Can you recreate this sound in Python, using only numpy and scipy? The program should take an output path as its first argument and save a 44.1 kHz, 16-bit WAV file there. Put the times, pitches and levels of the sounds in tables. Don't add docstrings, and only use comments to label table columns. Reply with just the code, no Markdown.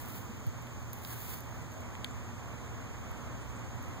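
import sys
import numpy as np
from scipy import signal
from scipy.fft import rfft, irfft
from scipy.io import wavfile

SR = 44100
rng = np.random.default_rng(int(sys.argv[2]) if len(sys.argv) > 2 else 0)


def inscribe(sig):
    pcm = np.round(np.clip(np.atleast_2d(sig).T, -1, 1) * 32767)
    wavfile.write(sys.argv[1], SR, pcm.astype(np.int16))


N = 176400
T = np.arange(N) / SR
HZ = np.maximum(np.arange(N // 2 + 1) * SR / N, 1)


def from_db(db):
    return 10 ** (np.asarray(db) / 20)


def in_time(rows):
    return np.interp(T, *np.transpose(rows))


def at_hz(points):
    hz, value = np.transpose(points)
    return np.interp(np.log(HZ), np.log(hz), value)


def drift(rate_hz):
    slow = irfft(rfft(rng.standard_normal(N)) / (1 + (HZ / rate_hz) ** 2), N)
    return (slow - slow.mean()) / slow.std()


def arch(start_s, length_s):
    return np.sin(np.pi * np.clip((T - start_s) / length_s, 0, 1)) ** 2


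def noise(db_per_hz, likeness=0):
    mid, side = rfft(rng.standard_normal((2, N))) * from_db(db_per_hz) * np.sqrt(SR / 4)
    alike = np.clip(likeness, -1, 1)
    return irfft(np.sqrt(1 + alike) * mid + np.sqrt(1 - alike) * side * [[1], [-1]], N)


def resonate(x, hz, width_hz):
    r = np.exp(-np.pi * width_hz / SR)
    feed = np.array([1, 0, -1]) * (1 - r * r) / 2
    feedback = [1, -2 * r * np.cos(2 * np.pi * hz / SR), r * r]
    return signal.lfilter(feed, feedback, x + 1e-18)


def narrow_noise(hz, width_hz):
    x = resonate(rng.standard_normal((2, N)), hz, width_hz)
    return x / x.std()


def contacts(rows, modes, decay_s, tail_db, tail_s, near):
    grit_db, far_mic_db = -19.5, -40
    age = T[:SR // 20]
    click = 1.0 * (age == 0)
    grit_fade = from_db(grit_db) * (np.exp(-age / decay_s) + from_db(tail_db) * np.exp(-age / tail_s))
    mic_gains = from_db([[0 if mic == near else far_mic_db] for mic in ("left", "right")])
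    middle_octave = np.mean([np.log2(hz) for hz, _, _ in modes])

    def ring(x, brightness, pitch):
        ringing = 0
        for k, (hz, width, db) in enumerate(modes):
            gain = from_db(db + brightness * (np.log2(hz) - middle_octave))
            ringing += (-1) ** k * gain * resonate(x, hz * pitch, width)
        return ringing

    click_peak = np.abs(ring(click, 0, 1)).max()
    grits = rng.choice([-1, 1], (len(rows), 2, len(age)))
    out = np.zeros((2, N + len(age)))
    for (start_s, db, brightness, pitch), grit in zip(rows, grits):
        start = min(max(int(start_s * SR), 0), N - 1)
        knock = mic_gains * click + grit_fade * grit
        out[:, start:start + len(age)] += from_db(db) / click_peak * ring(knock, brightness, pitch)
    return out[:, :N]


def bright_contacts(rows):
    # pitch in Hz, width in Hz, level in dB.
    modes = [(4000, 2700, -10), (6700, 1600, -4), (9500, 1100, -3.5), (12700, 900, 7.5), (15100, 2000, -.5)]
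    pitches = 1 + .025 * rng.standard_normal(len(rows))
    knocks = [(*row, pitch) for row, pitch in zip(rows, pitches)]
    return contacts(knocks, modes, decay_s=0.00083, tail_db=-13, tail_s=0.016, near="right")


def traffic():
    # frequency in Hz, level in dB per Hz.
    colour = [(18, -74), (30, -83), (45, -72.5), (60, -63.5), (95, -62), (130, -72), (175, -73.5),
              (260, -74), (380, -79.5), (620, -80.5), (1080, -80), (1500, -84.5), (2300, -87.5),
              (4000, -101), (7000, -120)]
    # frequency in Hz, likeness from -1 to 1.
    likeness = [(40, -0.95), (90, -0.66), (140, -0.041), (200, -0.2), (260, 0.14), (380, 0.074),
                (600, 0.66), (1000, 0.69), (1500, 0.029), (2200, -0.17)]
    # time in seconds, level change in dB.
    growth = [(0, -1), (.8, -1.5), (2, -0.5), (3, 0), (4, 1)]
    wash = noise(at_hz(colour), at_hz(likeness))
    waver_db = 0.57 * drift(rate_hz=7.7)
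    return wash * from_db(in_time(growth) + waver_db)


def swells():
    # start and length in seconds, pitch and width in Hz, level in dB.
    bands = [(0, 0.56, 208, 52, -50.5), (1.198, 0.86, 98.5, 26, -51.5), (1.69, 0.19, 647, 44, -51),
             (2.3, 1.9, 61, 10, -52.5)]
    return sum(from_db(db) * arch(start_s, length_s) * narrow_noise(hz, width)
               for start_s, length_s, hz, width, db in bands)


def hum():
    # pitch in Hz, average level in dB.
    tones = [(119.5, -55), (240, -62)]
    pan_db, wander_hz, waver_db = 2, 1.21, 2.5
    lowest_hz = tones[0][0]
    wander = 1 + wander_hz / lowest_hz * drift(rate_hz=3.9)
    sound = 0
    for hz, db in tones:
        height = from_db(db + waver_db * drift(rate_hz=9.3)) * np.sqrt(2)
        sound += height * np.sin(2 * np.pi * np.cumsum(hz * wander) / SR)
    return sound * from_db([[-pan_db], [pan_db]])


def insects():
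    # pitch in Hz, width in Hz, level in dB.
    bands = [(6535, 60, -65), (7005, 40, -71), (7645, 55, -70)]
    return sum(from_db(db) * narrow_noise(hz, width) for hz, width, db in bands)


def hiss():
    # frequency in Hz, level in dB per Hz.
    colour = [(1500, -104), (2700, -99.5), (3250, -94.5), (3900, -101), (4750, -100.5), (5500, -98.5),
              (6100, -96.5), (6700, -95), (7500, -99), (8300, -106), (10500, -109.5), (14000, -104),
              (16000, -104)]
    return noise(at_hz(colour))


def finger_slides():
    # time in seconds, level change in dB.
    strokes = [(0, 0), (.04, -4.5), (.08, -2.5), (.17, 1), (.22, -7.5), (.29, -19), (.9, -21), (.985, -6),
               (1.012, -11), (1.035, -0.5), (1.07, -1), (1.125, 5), (1.165, -1), (1.205, 2.5), (1.24, 1),
               (1.335, 5.5), (1.38, -3), (1.43, -15), (1.6, -17), (1.9, -38), (4, -43)]
    # frequency in Hz, level in dB per Hz.
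    colour = [(500, -100), (1500, -92), (3200, -92.5), (4500, -96), (5600, -97.5), (8200, -94),
              (11500, -96.5), (14000, -86.5), (16000, -86)]
    rough_db, catches_per_s, catch_offset_db, catch_spread_db = 1.56, 113, -39, 2
    effort_db = in_time(strokes) + rough_db * drift(rate_hz=90)
    caught = rng.random(N) < catches_per_s / SR
    catch_db = effort_db + catch_offset_db + catch_spread_db * rng.standard_normal(N)
    catches = bright_contacts([(start_s, db, 0) for start_s, db in zip(T[caught], catch_db[caught])])
    return noise(at_hz(colour)) * from_db(effort_db) + catches


def ticks():
    # start in seconds, level in dB, brightness in dB per octave.
    clear = [(.074, -35, 0), (.0861, -30, 1), (.2655, -44, 0), (.292, -46, 0), (.3704, -43, 0),
             (.466, -37, 2), (.4728, -35.5, 0), (.6226, -40, 1), (.672, -41, -2), (.732, -44, 1),
             (.8025, -47, 0), (.8287, -41, -1), (.874, -45, 2), (.9317, -21.5, 0), (.9327, -30, -1),
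             (1.032, -35, 0), (1.1204, -30, 2), (1.204, -33, 0), (1.386, -32, 1), (1.4056, -27.5, -2),
             (1.4366, -42, 0), (1.4594, -46, 0), (1.7198, -40, 2), (1.7367, -46, 1), (1.805, -39, 1),
             (2.6637, -48, 0), (3.0373, -47, 0), (3.1155, -42, 0), (3.2303, -42, 0), (3.8267, -34.5, -1),
             (3.885, -43, 3)]
    faint_per_s, faint_db = 9, -53
    faint = [(start_s, faint_db, 0) for start_s in T[rng.random(N) < faint_per_s / SR]]
    return bright_contacts(list(clear) + faint)


def snaps():
    # start in seconds, level in dB, brightness in dB per octave, pitch ratio.
    cracks = [(.466, -39, 0, 1.15), (.671, -41, 0, 1), (1.0494, -26, 0, 1.15), (1.9525, -33.5, -4, 1),
              (2.0417, -39, 1, 1), (2.0443, -22.5, 1, 1), (2.04533, -19.5, .3, 1), (2.0484, -30, -4, 1)]
    # pitch in Hz, width in Hz, level in dB.
    modes = [(1440, 660, -3.5), (2360, 500, 3.5), (3260, 400, 7), (4560, 560, -5), (7650, 1200, -9.5),
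             (10700, 460, -10), (13800, 3200, -19)]
    return contacts(cracks, modes, decay_s=0.00057, tail_db=-25, tail_s=0.011, near="left")


def bump():
    start_s, rise_s, decay_s, gain_db = .4665, 0.0046, 0.021, -22.5
    start_hz, end_hz, sag_s = 192, 64, 0.0096
    age = np.maximum(T - start_s, 0)
    hz = end_hz + (start_hz - end_hz) * np.exp(-age / sag_s)
    rise_and_fall = (1 - np.exp(-age / rise_s)) * np.exp(-(age / decay_s) ** 2 / 2)
    tone = np.sin(2 * np.pi * np.cumsum(hz * (age > 0)) / SR)
    return from_db(gain_db) * rise_and_fall * tone * [[-1], [1]]


def pips():
    # start in seconds, length in seconds, pitch in Hz, level in dB.
    calls = [(2.083, 0.055, 7200, -58), (3.102, .03, 12200, -65), (3.39, .07, 8200, -62),
             (3.55, .03, 7860, -61)]
    return sum(from_db(db) * arch(start_s, length_s) * narrow_noise(hz, width_hz=120)
               for start_s, length_s, hz, db in calls)


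def scene():
    garden = traffic() + swells() + hum() + insects() + pips()
    return garden + hiss() + finger_slides() + ticks() + snaps() + bump()


def record(dry):
    # frequency in Hz, dB added on the right and taken from the left.
    lean_db = [(100, .9), (200, 1.2), (2000, .9), (4000, .55)]
    widen_from_hz, delay_s, cutoff_hz = 1010, 16 / SR, 15550
    mics = rfft(dry)
    treble = 1 / (1 + (widen_from_hz / HZ) ** 4)
    delayed_other = np.exp(-2j * np.pi * HZ * delay_s) * mics[::-1]
    wide = (mics - treble * delayed_other) / np.sqrt(1 + treble ** 2)
    lean = from_db(np.array([[-1], [1]]) * at_hz(lean_db))
    top_cut = 1 / np.sqrt(1 + (HZ / cutoff_hz) ** 300)
    return irfft(wide * lean * top_cut, N)


dry = scene()
out = record(dry)
inscribe(out)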